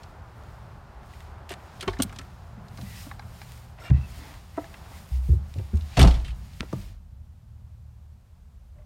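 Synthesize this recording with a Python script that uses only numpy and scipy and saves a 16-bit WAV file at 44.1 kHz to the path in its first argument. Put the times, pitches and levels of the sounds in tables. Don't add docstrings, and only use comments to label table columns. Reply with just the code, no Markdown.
import sys
import numpy as np
from scipy import signal
from scipy.fft import rfft, irfft
from scipy.io import wavfile
from scipy.ndimage import uniform_filter1d

SR = 44100
rng = np.random.default_rng(int(sys.argv[2]) if len(sys.argv) > 2 else 0)


def decibels_to_gain(level_db):
    exponent = np.asarray(level_db, float) / 20
    return 10 ** exponent


def transcribe(u):
    v = np.clip(np.atleast_2d(u).T, -1, 1)
    q = np.round(v * 32767).astype(np.int16)
    wavfile.write(sys.argv[1], SR, q)


N = 390417
TIME = np.arange(N) / SR

# time in s, firing rate in Hz, level in dB, favoured harmonic (number).
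ENGINE_DRONE = [(0, 38.3, -59.5, 3.7), (1.2, 38.26, -49, 2.2), (2.3, 37.93, -51, 2.5),
                (3.0, 36.92, -52.5, 3.13), (3.8, 40.24, -51, 2.8), (4.5, 39, -67.5, 1.14),
                (6.9, 38, -52.5, 1.63), (7.2, 37.4, -48, 1.97), (7.7, 37.68, -46, 2.47),
                (8.1, 37, -47, 2.35), (8.4, 35.25, -55.5, 2), (8.85, 32.15, -53, 2.58)]
OFF_RESONANCE_DB = -12

# time in s, level in dB.
ROAD_HISS = [(0.0, -53), (.49, -53.5), (1.08, -55), (1.85, -53), (2.56, -56.5), (2.98, -55), (3.72, -59.5),
             (4.26, -55.5), (4.51, -60.5), (4.88, -55.5), (5.4, -61.5), (5.84, -60.5), (6.16, -50),
             (6.28, -60.5), (6.6, -65), (7.05, -65.5)]
# frequency in Hz, density in dB per Hz.
TYRE_SPECTRUM = [(150, -38.5), (260, -5), (416, -2.5), (471, -7), (513, -3), (801, 1), (1210, -3.5),
                 (1360, -4), (2130, -15.5), (5000, -38), (6500, -64), (11000, -120)]
# frequency in Hz, density in dB per Hz.
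RUMBLE_SPECTRUM = [(11, -64.5), (18, -28), (40, -2), (70, 0), (125, -13.5), (165, -15.5), (220, -20.5),
                   (300, -41.5), (420, -67.5)]
# time in s, level in dB.
BODY_RUMBLE = [(0, -57), (1.8, -50.5), (2.9, -48.5), (3.7, -56), (4.4, -51.5), (5.0, -47.5), (5.4, -60),
               (6.5, -46.5), (7.0, -59.5), (8.1, -60.5), (8.85, -55)]
# frequency in Hz, density in dB per Hz.
STILL_SPECTRUM = [(150, -29), (250, -6), (400, -5), (800, -4), (1400, -10), (2000, -14.5), (5000, -18.5),
                  (15100, -24), (16500, -36)]
DEEP_DB, STILL_DB = -49, -70.5
SHUDDER_S, SHUDDER_POWER, SHUDDER_DEEP_DB, SHUDDER_UPPER_DB = 0.12, 0.57, -29, -33

# peak time in s, rise in s, fall in s, level in dB, brightness in dB.
CLOTH_STROKES = [(.001, .1, 0.21, -70, -1), (.5, 0.35, 0.37, -73, -0.5), (1.15, 0.16, 0.24, -67, 0.5),
                 (1.75, 0.26, .15, -67, -2.5), (2.03, 0.51, 0.57, -67, -0.5), (2.98, 0.27, 0.2, -57.5, 4.5),
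                 (3.47, 0.31, 0.28, -63, 4.5), (4.2, 0.26, 0.34, -60, 0.5), (4.65, 0.23, 0.6, -64.5, 1.5),
                 (4.97, 0.11, 0.12, -63, 6), (5.15, 0.1, 0.06, -62.5, 5.5), (5.29, 0.15, .12, -67.5, 8),
                 (5.62, 0.24, 0.95, -67.5, 4), (6.03, 0.19, 0.23, -53, -6), (6.5, 0.23, 0.4, -67, 2),
                 (6.79, 0.18, .17, -63, 2.5)]
# frequency in Hz, density in dB per Hz.
CLOTH_SPECTRUM = [(710, -33), (1200, -17), (1700, -2.5), (1920, -0.5), (2980, -2.5), (5160, -5.5),
                  (6150, -10), (6940, -7.5), (7660, -10.5), (8640, -7.5), (14300, -9.5), (16000, -12),
                  (16500, -41.5)]
STROKE_EDGE_DB, STROKE_POWER, FIDGET_DB, FIDGET_TOP_DB = -16, 2.05, -73.5, -81.5

# start in s, end in s, pitch in Hz, level in dB, half width as share of pitch.
SPRING_CREAKS = [(3.775, 3.825, 2030, -52.5, .03), (3.83, 3.91, 2780, -50, 0.013),
                 (3.79, 3.88, 5350, -57.5, .015), (3.92, 4.08, 2640, -55, .022),
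                 (4.17, 4.36, 1950, -56, .08), (4.24, 4.37, 900, -52, .08), (4.52, 4.72, 2000, -58, .07),
                 (3.92, 4.0, 1950, -54, .04), (3.82, 3.86, 926, -48.5, 0.027), (3.81, 3.9, 1410, -49, .04),
                 (3.83, 3.9, 2310, -50, .04), (3.81, 3.9, 3650, -60, .04), (3.77, 3.9, 657, -49.5, .08),
                 (3.83, 3.92, 1800, -52, .05), (4.15, 4.39, 280, -54, .08), (2.82, 3.04, 1950, -55, 0.061),
                 (2.94, 3.06, 5200, -53, .08), (4.92, 5.0, 2050, -56, 0.054),
                 (3.79, 3.9, 8100, -61.5, 0.056), (3.79, 3.9, 12500, -63, .05),
                 (2.95, 3.03, 2600, -55, .06), (8.745, 8.84, 590, -60.5, 0.037)]

# frequency in Hz, level in dB, t60 in s.
HANDLE = [(385, -2, 0.06), (680, -8, 0.05), (894, -17, .08), (1100, -8, .06), (1485, -12, .045),
          (1868, -15, .035), (2229, -11, .045), (2450, -12, .02), (3140, -11.5, .04)]
# frequency in Hz, level in dB, t60 in s.
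BOLT = [(262, -1, .075), (590, -9, 0.059), (850, -17, .05), (1122, -13, .05), (1400, -15.5, .04)]
# frequency in Hz, level in dB, t60 in s.
SILL = [(800, -7.5, .06), (1115, -4, .03), (1730, -2.5, .028), (2150, -13, .025), (3820, -17, .03)]
# frequency in Hz, level in dB, t60 in s.
STEP = [(826, -0.5, 0.035), (1145, -5.5, 0.022), (1575, -3, 0.032), (2150, -9.5, .03), (4021, -11, 0.034),
        (4888, -16, .03), (5600, -17, .02)]
# frequency in Hz, level in dB, t60 in s.
COLUMN = [(298, -1, 0.052), (502, -6.5, .05), (670, -1.5, 0.052), (940, -12, 0.042), (1310, -14.5, .045),
          (1950, -22, .03)]
# frequency in Hz, level in dB, t60 in s.
SEAT_BASE = [(200, -1, .09), (384, -12, 0.0695)]
# frequency in Hz, level in dB, t60 in s.
CLIP = [(1760, -0.5, 0.041), (2054, -4, 0.026), (3700, -16, .04)]
# frequency in Hz, level in dB, t60 in s.
SEAT_TRIM = [(348, -1, 0.097), (453, -5.5, .06), (247, -7, 0.071)]
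# frequency in Hz, level in dB, t60 in s.
BUCKLE = [(190, -2, .07), (330, 0, .05), (460, -2, .05), (650, -4, .045), (920, -6, .04), (1200, -9, .04)]
# frequency in Hz, level in dB, t60 in s.
DASH = [(589, -3, 0.074), (1150, -9, .04), (2000, -9.5, .03), (2560, -15, .02)]
# start in s, peak in dB, push in s, modes of the part struck.
BLOWS = [(1.876, -28, .0006, HANDLE), (1.8793, -19, 0.00055, HANDLE), (1.9946, -25, 0.00093, BOLT),
         (1.999, -21.5, 0.00085, BOLT), (3.113, -35, 0.00057, SILL), (3.1943, -38, 0.00032, STEP),
         (3.4155, -39.5, .0005, STEP), (3.066, -38.5, 0.00089, BOLT), (4.5755, -29, .001, COLUMN),
         (4.5786, -26.5, 0.0018, COLUMN), (4.642, -43.5, .0006, SILL), (5.73, -27.5, 0.0035, SEAT_BASE),
         (6.728, -30, .0015, BUCKLE), (6.627, -44, .002, BUCKLE), (6.036, -20, .003, COLUMN),
         (5.981, -24, .003, COLUMN), (8.785, -59.5, 0.0029, DASH), (8.818, -63, .004, DASH),
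         (1.9335, -40.5, .001, CLIP), (1.966, -45, .003, CLIP), (5.286, -38.5, .004, SEAT_TRIM),
         (5.326, -39.5, 0.0035, SEAT_TRIM), (2.7835, -46, .001, STEP)]
# start in s, peak in dB, low edge in Hz, high edge in Hz.
CATCH_SNAPS = [(6.6072, -16, 1220, 4040), (6.7305, -36, 1200, 5800), (6.8155, -43, 900, 3500),
               (3.4175, -35, 760, 2400), (3.196, -38, 700, 4900), (1.4935, -40, 12000, 14000),
               (1.5135, -39, 11500, 14500), (1.539, -37, 5500, 9000), (1.81, -37.5, 10000, 11000),
               (1.829, -38, 8500, 12000), (5.5405, -43, 2000, 7000), (1.2058, -40, 1500, 7600),
               (2.0953, -42, 2000, 7000), (2.1611, -40, 2500, 7000), (2.189, -32, 2800, 7100),
               (4.3, -48, 1200, 3500), (4.644, -40, 900, 4000), (5.5854, -44, 1500, 6000),
               (5.8103, -42.5, 3300, 4400), (6.2483, -40, 1500, 6000), (3.9005, -41, 3500, 8000)]

# start in s, peak in dB, ring in Hz.
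BRIGHT_TICKS = [(.033, -40.5, 4300), (1.136, -39.5, 2020), (1.9879, -33.5, 4000), (2.126, -33, 1620),
                (2.162, -35.5, 3730), (2.1872, -26.5, 4160), (2.2127, -37, 1840), (2.6833, -45.5, 4200),
                (2.774, -38, 4300), (3.8092, -55, 2040), (4.1465, -43, 2380), (4.3395, -39, 2000),
                (4.57, -39, 1650), (5.586, -40.5, 2720), (5.7385, -46, 1520), (5.7548, -46.5, 6500),
                (5.7704, -41, 4100), (5.77, -44, 6800), (6.5331, -46, 4000), (6.599, -36, 2180),
                (6.6294, -38, 1570), (6.7044, -53, 4090)]
# start in s, peak in dB, ring in Hz.
DULL_TICKS = [(1.032, -42, 1760), (1.205, -37.5, 2000), (1.5998, -44, 1540), (2.095, -36.5, 2377),
              (2.7107, -45, 1730), (2.8125, -36, 4070), (3.2229, -45, 1840), (3.426, -41, 1600),
              (3.7864, -45, 2080), (3.9042, -30, 2070), (4.7416, -33.5, 2070), (5.809, -41, 3900),
              (5.821, -43.5, 3860)]
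TICK_T60_S, BRIGHT_TOP_DB, DULL_TOP_DB, RATTLE_TOP_DB = 0.035, -8, -20, -10
# start in s, peak in dB, ring in Hz, t60 in s, top octaves in dB.
CLACKS = [(1.4916, -32.5, 2760, .072, -3), (1.5044, -29.5, 2830, .09, -10), (1.518, -28, 1830, 0.066, -5.5),
          (1.528, -33, 2920, .04, -18), (1.5385, -28, 2630, 0.018, -12), (1.8086, -25.5, 3230, 0.051, -4.5),
          (1.826, -25.5, 3080, 0.045, -7.5), (1.8787, -26, 4200, 0.046, -12), (1.897, -36, 3600, .08, -8),
          (1.93, -39, 4000, .09, -8), (1.8, -40, 3500, .05, -15), (2.0006, -25, 2950, .054, -9),
          (2.0212, -16, 4070, 0.025, 3.5), (2.0215, -29, 1400, .04, -30), (2.031, -24, 4200, .03, 0),
          (5.5398, -39, 3850, 0.012, -6), (6.6066, -29, 3300, 0.015, -22), (6.7276, -30.5, 1040, .04, -10)]
# start in s, peak in dB, ring in Hz, t60 in s.
SLAM_RATTLES = [(5.9696, -19, 2000, .07), (5.971, -21, 4500, .1), (5.976, -21, 2700, .08),
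                (5.9924, -12, 3400, .05), (5.9965, -12, 2300, .06), (6.0041, -14, 2100, .05),
                (6.011, -13, 3000, 0.04), (6.016, -12, 3600, .04), (6.028, -11.5, 4460, .04),
                (6.035, -18.5, 3500, .05), (6.0474, -20, 2890, 0.11), (6.073, -22, 4300, 0.11),
                (6.074, -23, 2300, .04), (6.109, -26.5, 3270, 0.073), (6.141, -33, 3500, 0.14),
                (6.156, -39, 3000, .1), (6.2, -45, 3000, .06), (6.247, -35, 3070, 0.22),
                (6.2802, -34.5, 2750, 0.094), (6.305, -39.5, 3000, 0.066)]
# frequency in Hz, width in Hz, level in dB.
LATCH_BANDS = [(8800, 1100, 1.5), (11450, 600, -4.5), (14670, 200, -4.5)]
# start in s, peak in dB, t60 in s.
LATCH_HITS = [
    (2.021, -26.5, .028),
    (2.031, -35, .03),
    (5.993, -36, .05),
    (6.013, -36.5, .06),
]

# start in s, peak in dB, upper ring in Hz, upper level in dB.
SKIN_KNOCKS = [(2.049, -39.5, 760, -20), (2.189, -33.5, 1327, -6), (2.783, -39, 692, -0.5),
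               (4.91, -47, 806, 4.5), (5.557, -37.5, 553, -7), (5.745, -36.5, 420, -5),
               (5.992, -10, 1140, -12), (6.013, -9.5, 747, -4.5), (6.039, -12.5, 744, -3.5),
               (6.073, -19.5, 898, -6), (6.1, -25, 880, -15), (6.602, -28, 1350, -12)]
# start in s, peak in dB, upper ring in Hz, upper level in dB.
TRIM_KNOCKS = [
    (1.505, -29, 700, -6),
    (1.826, -30.5, 1350, -4),
    (3.898, -29, 707, -12),
    (5.593, -30.5, 947, -33),
    (5.97, -23, 696, 5.5),
    (6.629, -49, 875, -22),
]
# start in s, peak in dB, upper ring in Hz, upper level in dB.
PLASTIC_KNOCKS = [
    (6.251, -48, 1100, -2),
]
SKIN_HZ, SKIN_T60_S = 270, 0.069
TRIM_HZ, TRIM_T60_S = 380, 0.07
PLASTIC_HZ, PLASTIC_T60_S = 470, 0.06

# start in s, peak in dB, pitch in Hz, t60 in s.
AIR_PUSHES = [
    (1.872, -34.5, 47, 0.34),
    (2, -45, 45.4, 0.67),
    (6.75, -38, 42, 0.95),
    (5.99, -17.5, 32, .6),
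]

# start in s, peak in dB, panel in Hz, t60 in s, overtone in dB.
FLOOR_THUDS = [(2.792, -54, 67.3, .95, 16.5), (3.068, -42.5, 58.9, 0.21, -26), (3.9, -14.5, 89, 0.25, -9),
               (3.913, -13, 74.6, 0.34, 4), (3.945, -22.5, 76.5, 0.28, 2.5), (3.981, -33, 69.7, 0.41, 8.5),
               (5.109, -21.5, 63.8, 0.908, -15.5), (5.289, -11.5, 69.5, 0.56, -7),
               (5.33, -19, 86.7, .16, -7), (5.366, -32.5, 74.3, 0.53, 0.5), (5.558, -27, 99, .43, -6.5),
               (5.581, -31, 102, .16, 2.5), (5.604, -31.5, 69.4, 0.298, -11.5),
               (5.734, -16, 76.3, 0.17, -11), (5.809, -31.5, 72.4, 0.44, -17),
               (6.734, -38.5, 99.6, 0.7, 11.5), (8.775, -49, 90, .5, 3)]
# start in s, peak in dB, panel in Hz, t60 in s, overtone in dB.
DOOR_THUDS = [
    (1.873, -31, 93, 0.16, 4),
    (1.993, -31, 99, 0.18, 9),
    (2.049, -34.5, 101, 0.16, 5.5),
    (2.576, -47, 66.3, 0.32, 7),
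    (2.829, -44, 109.8, 0.4, 9.5),
    (6.605, -29.5, 71.4, 0.053, 7.5),
    (6.765, -39, 94, 0.54, 4.5),
]
# start in s, peak in dB, panel in Hz, overtone in Hz.
SLAM_THUDS = [
    (5.974, -15.5, 61, 130),
    (5.993, -18.5, 70, 172),
    (6.007, -8, 69, 135),
    (6.035, -11, 53.5, 110),
    (6.055, -12, 58, 175.5),
    (6.16, -24.5, 58.8, 136),
    (6.282, -29, 57.8, 145),
]
FLOOR_OVER_HZ, DOOR_OVER_HZ = 126.6, 195
SLAM_T60_S, SLAM_OVER_DB, SLAM_DULLS_DB_PER_S = 0.36, 0, 76

TOP_HZ = 15900
PORT_DIP_HZ, PORT_DIP_Q, PORT_DIP_SHARE = 10370, 18, 0.39


def band(x, lo_hz, hi_hz, order=2):
    return signal.sosfilt(signal.butter(order, [lo_hz, min(hi_hz, 0.45 * SR)], "band", fs=SR, output="sos"), x)


def split(x, edge_hz):
    return [signal.sosfilt(signal.butter(4, edge_hz, kind, fs=SR, output="sos"), x) for kind in ("low", "high")]


def unit(x):
    return x / np.sqrt(np.mean(x ** 2))


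def coloured(x, points, lo_hz=0, hi_hz=1e5):
    hz = np.fft.rfftfreq(N, 1 / SR) + 1e-3
    point_hz, point_db = np.transpose(points)
    spec = rfft(x) * decibels_to_gain(np.interp(np.log(hz), np.log(point_hz), point_db, -120, -120))
    inside = (hz > lo_hz) * (hz < hi_hz)
    return irfft(spec, N) / np.std(irfft(spec * inside, N))


def walk(rate_hz):
    hold = int(SR / rate_hz)
    levels = np.repeat(rng.standard_normal(N // hold + 1), hold)
    return 1.2 * uniform_filter1d(levels, hold)[:N]


def curve(rows):
    s, *columns = np.transpose(rows)
    return [np.interp(TIME, s, column) for column in columns]


def fade(t, t60_s, rise_s):
    env = (1 - np.exp(-t / rise_s)) ** 2 * np.exp(-np.log(1000) * t / t60_s)
    return env / env.max()


def add(out, s, x):
    i = int(s * SR)
    out[i:i + len(x)] += x[:N - i]


def sine(hz, t):
    return np.sin(2 * np.pi * hz * t)


def engine_drone():
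    hz, db, favoured = curve(ENGINE_DRONE)
    phase = 2 * np.pi * np.cumsum(hz * (1 + 0.006 * walk(3.1))) / SR
    out = np.zeros(N)
    for k in (2, 3, 4):
        level_db = db + OFF_RESONANCE_DB * np.abs(k - favoured) + walk(5)
        out += np.sqrt(2) * decibels_to_gain(level_db) * np.sin(k * phase + k)
    return out


def road(booms):
    hiss_db, = curve(ROAD_HISS)
    upper_db, = curve(BODY_RUMBLE)
    hiss_gate = np.clip((7.05 - TIME) / 0.22, 0, 1)
    hiss = coloured(rng.standard_normal(N), TYRE_SPECTRUM, 350.2, 2000)
    hiss = hiss_gate * decibels_to_gain(hiss_db + walk(11)) * hiss

    keep = np.exp(-1 / (SHUDDER_S * SR))
    shudder = signal.lfilter([1 - keep], [1, -keep], np.abs(booms)) ** SHUDDER_POWER
    deep, upper = split(coloured(rng.standard_normal(N), RUMBLE_SPECTRUM), 100)
    deep_level = np.hypot(decibels_to_gain(DEEP_DB - 3 + 1.1 * walk(2.8)), decibels_to_gain(SHUDDER_DEEP_DB) * shudder)
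    upper_level = np.hypot(decibels_to_gain(upper_db - 1 + 2.2 * walk(1.9)), decibels_to_gain(SHUDDER_UPPER_DB) * shudder)
    still = decibels_to_gain(STILL_DB) * coloured(rng.standard_normal(N), STILL_SPECTRUM)
    return hiss + deep_level * unit(deep) + upper_level * unit(upper) + still


def cloth_rustle():
    mid, top = decibels_to_gain(FIDGET_DB), decibels_to_gain(FIDGET_TOP_DB)
    for s, rise_s, fall_s, db, bright_db in CLOTH_STROKES:
        away = np.where(TIME < s, (s - TIME) / rise_s, (TIME - s) / fall_s)
        stroke = decibels_to_gain(db + STROKE_EDGE_DB * away ** STROKE_POWER)
        mid = np.hypot(mid, stroke)
        top = np.hypot(top, decibels_to_gain(bright_db) * stroke)
    moving = np.clip((7.0 - TIME) / 0.072, 0, 1)
    grains = rng.standard_normal(N) * decibels_to_gain(1.8 * rng.exponential(size=N))
    low, high = split(coloured(grains, CLOTH_SPECTRUM, 3100, 6000), 6400)
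    return moving * (mid * decibels_to_gain(0.5 * walk(25)) * low + top * decibels_to_gain(-3 + 1.2 * walk(25)) * unit(high))


def spring_creaks():
    out = np.zeros(N)
    for start, end, hz, db, wide in SPRING_CREAKS:
        size = int((end - start) * SR)
        noise = rng.standard_normal((2, SR // 3))
        squeak = unit(band(noise[0], hz / (1 + wide), hz * (1 + wide)))
        scrape = decibels_to_gain(-1.5) * unit(band(noise[1], 0.37 * hz, 1.58 * hz))
        flutter = 1 + 0.01 * unit(band(noise[1], 8, 60))
        sing = decibels_to_gain(4 - 300 * wide) * np.sin(2 * np.pi * hz * np.cumsum(flutter) / SR)
        creak = (squeak + scrape + sing)[-size:]
        add(out, start, decibels_to_gain(db - 6.5) * signal.windows.tukey(size, 0.4) * creak)
    return out


def part_blows():
    out, t = np.zeros(N), TIME[:SR // 4]
    for s, db, push_s, modes in BLOWS:
        for hz, mode_db, t60_s in modes:
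            scatter = decibels_to_gain(-7) * unit(band(rng.standard_normal(len(t)), 0.85 * hz, 1.17 * hz))
            ring = sine(hz * (1 + 0.0071 * rng.standard_normal()), t) + scatter
            add(out, s, decibels_to_gain(db + mode_db) * ring * fade(t, t60_s, push_s))
    return out


def catch_snaps():
    out, t = np.zeros(N), TIME[:SR // 4]
    for s, db, lo_hz, hi_hz in CATCH_SNAPS:
        click = band(1.0 * (t == 0), lo_hz, hi_hz)
        add(out, s, -decibels_to_gain(db) * click / click.max())
    return out


def metal_ticks():
    out, t = np.zeros(N), TIME[:SR // 4]
    hits = list(CLACKS)
    hits += [(*row, RATTLE_TOP_DB) for row in SLAM_RATTLES]
    hits += [(*row, TICK_T60_S, BRIGHT_TOP_DB) for row in BRIGHT_TICKS]
    hits += [(*row, TICK_T60_S, DULL_TOP_DB) for row in DULL_TICKS]
    for s, db, hz, t60_s, top_db in hits:
        noise = rng.standard_normal((2, len(t)))
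        crack = band(1.0 * (t == 0), 0.45 * hz, 1.9 * hz, order=3)
        crack = decibels_to_gain(-2.5) * crack / crack.max()
        ring = decibels_to_gain(-8) * sine(hz, t) * fade(t, 0.63 * t60_s, 0.00044)
        rattle = unit(band(noise[0], 0.5 * hz, 1.387 * hz, order=3))
        rattle = decibels_to_gain(-7) * rattle * fade(t, t60_s, 0.00043)
        top = unit(band(noise[1], 4500, 10000)) * fade(t, 1.2 * t60_s, 0.00027)
        add(out, s, decibels_to_gain(db - 5) * (crack + ring + rattle + decibels_to_gain(top_db - 8) * top))
    return out


def latch_rings():
    out, t = np.zeros(N), TIME[:SR // 4]
    for s, hit_db, t60_s in LATCH_HITS:
        for hz, wide_hz, db in LATCH_BANDS:
            ring = unit(band(rng.standard_normal(len(t)), hz - wide_hz / 2, hz + wide_hz / 2))
            add(out, s, decibels_to_gain(hit_db + db) * ring * fade(t, t60_s, 0.000606))
    return out


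def panel_knocks():
    out, t = np.zeros(N), TIME[:SR // 3]
    parts = ((SKIN_KNOCKS, SKIN_HZ, SKIN_T60_S), (TRIM_KNOCKS, TRIM_HZ, TRIM_T60_S),
             (PLASTIC_KNOCKS, PLASTIC_HZ, PLASTIC_T60_S))
    for rows, hz, t60_s in parts:
        for s, db, up_hz, up_db in rows:
            noise = rng.standard_normal((2, len(t)))
            low = sine(hz, t) + decibels_to_gain(-2.5) * unit(band(noise[0], 0.49 * hz, 1.56 * hz))
            high = sine(up_hz, t) + unit(band(noise[1], 0.65 * up_hz, 1.46 * up_hz))
            low = low * fade(t, t60_s, 0.0026)
            high = decibels_to_gain(up_db) * high * fade(t, 2.2 * t60_s, 0.001)
            add(out, s, decibels_to_gain(db - 10) * (low + high))
    return out


def door_air():
    out, t = np.zeros(N), TIME[:SR]
    for s, db, hz, t60_s in AIR_PUSHES:
        add(out, s, decibels_to_gain(db) * fade(t, t60_s, 0.019) * sine(hz, t))
    return out


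def panel_thuds():
    out, t = np.zeros(N), TIME[:SR]
    blows = [(*row, FLOOR_OVER_HZ) for row in FLOOR_THUDS]
    blows += [(*row, DOOR_OVER_HZ) for row in DOOR_THUDS]
    dulls_from_s = SLAM_THUDS[4][0]
    for s, db, hz, over_hz in SLAM_THUDS:
        over_db = SLAM_OVER_DB - SLAM_DULLS_DB_PER_S * max(s - dulls_from_s, 0)
        blows.append((s, db, hz, SLAM_T60_S, over_db, over_hz))
    blows.sort()
    stops = [row[0] for row in blows[1:]] + [N]
    for (s, db, hz, t60_s, over_db, over_hz), stop in zip(blows, stops):
        low = fade(t, t60_s, 0.012) * sine(hz, t)
        over = fade(t, min(0.32 * t60_s, 0.3), 0.0014) * sine(over_hz, t)
        damping = np.exp(-np.maximum(t + s - stop, 0) / 0.036)
        add(out, s, -decibels_to_gain(db + 0.5) * (low + decibels_to_gain(over_db) * over) * damping)
    return out


def scene():
    booms = panel_thuds()
    background = engine_drone() + road(booms) + cloth_rustle()
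    hits = spring_creaks() + part_blows() + catch_snaps() + metal_ticks() + latch_rings() + panel_knocks()
    t = TIME[:SR // 3]
    tail = band(rng.standard_normal(len(t)), 160, 1600) * fade(t, 0.43, 0.0028)
    cabin = signal.fftconvolve(hits, tail / np.linalg.norm(tail))[:N]
    return (background + hits + decibels_to_gain(-24.5) * cabin + door_air() + booms)[None]


def top_cut(x):
    return signal.sosfilt(signal.butter(12, 16810, fs=SR, output="sos"), x)


def record(dry):
    dip = signal.lfilter(*signal.iirpeak(PORT_DIP_HZ, PORT_DIP_Q, SR), dry)
    port = dry - PORT_DIP_SHARE * dip
    limited = 0.95 * np.tanh(port / 0.78)
    mix = signal.sosfilt(signal.ellip(8, 0.2, 60, TOP_HZ, fs=SR, output="sos"), limited)
    return top_cut(mix)


dry = scene()
out = record(dry)
transcribe(out)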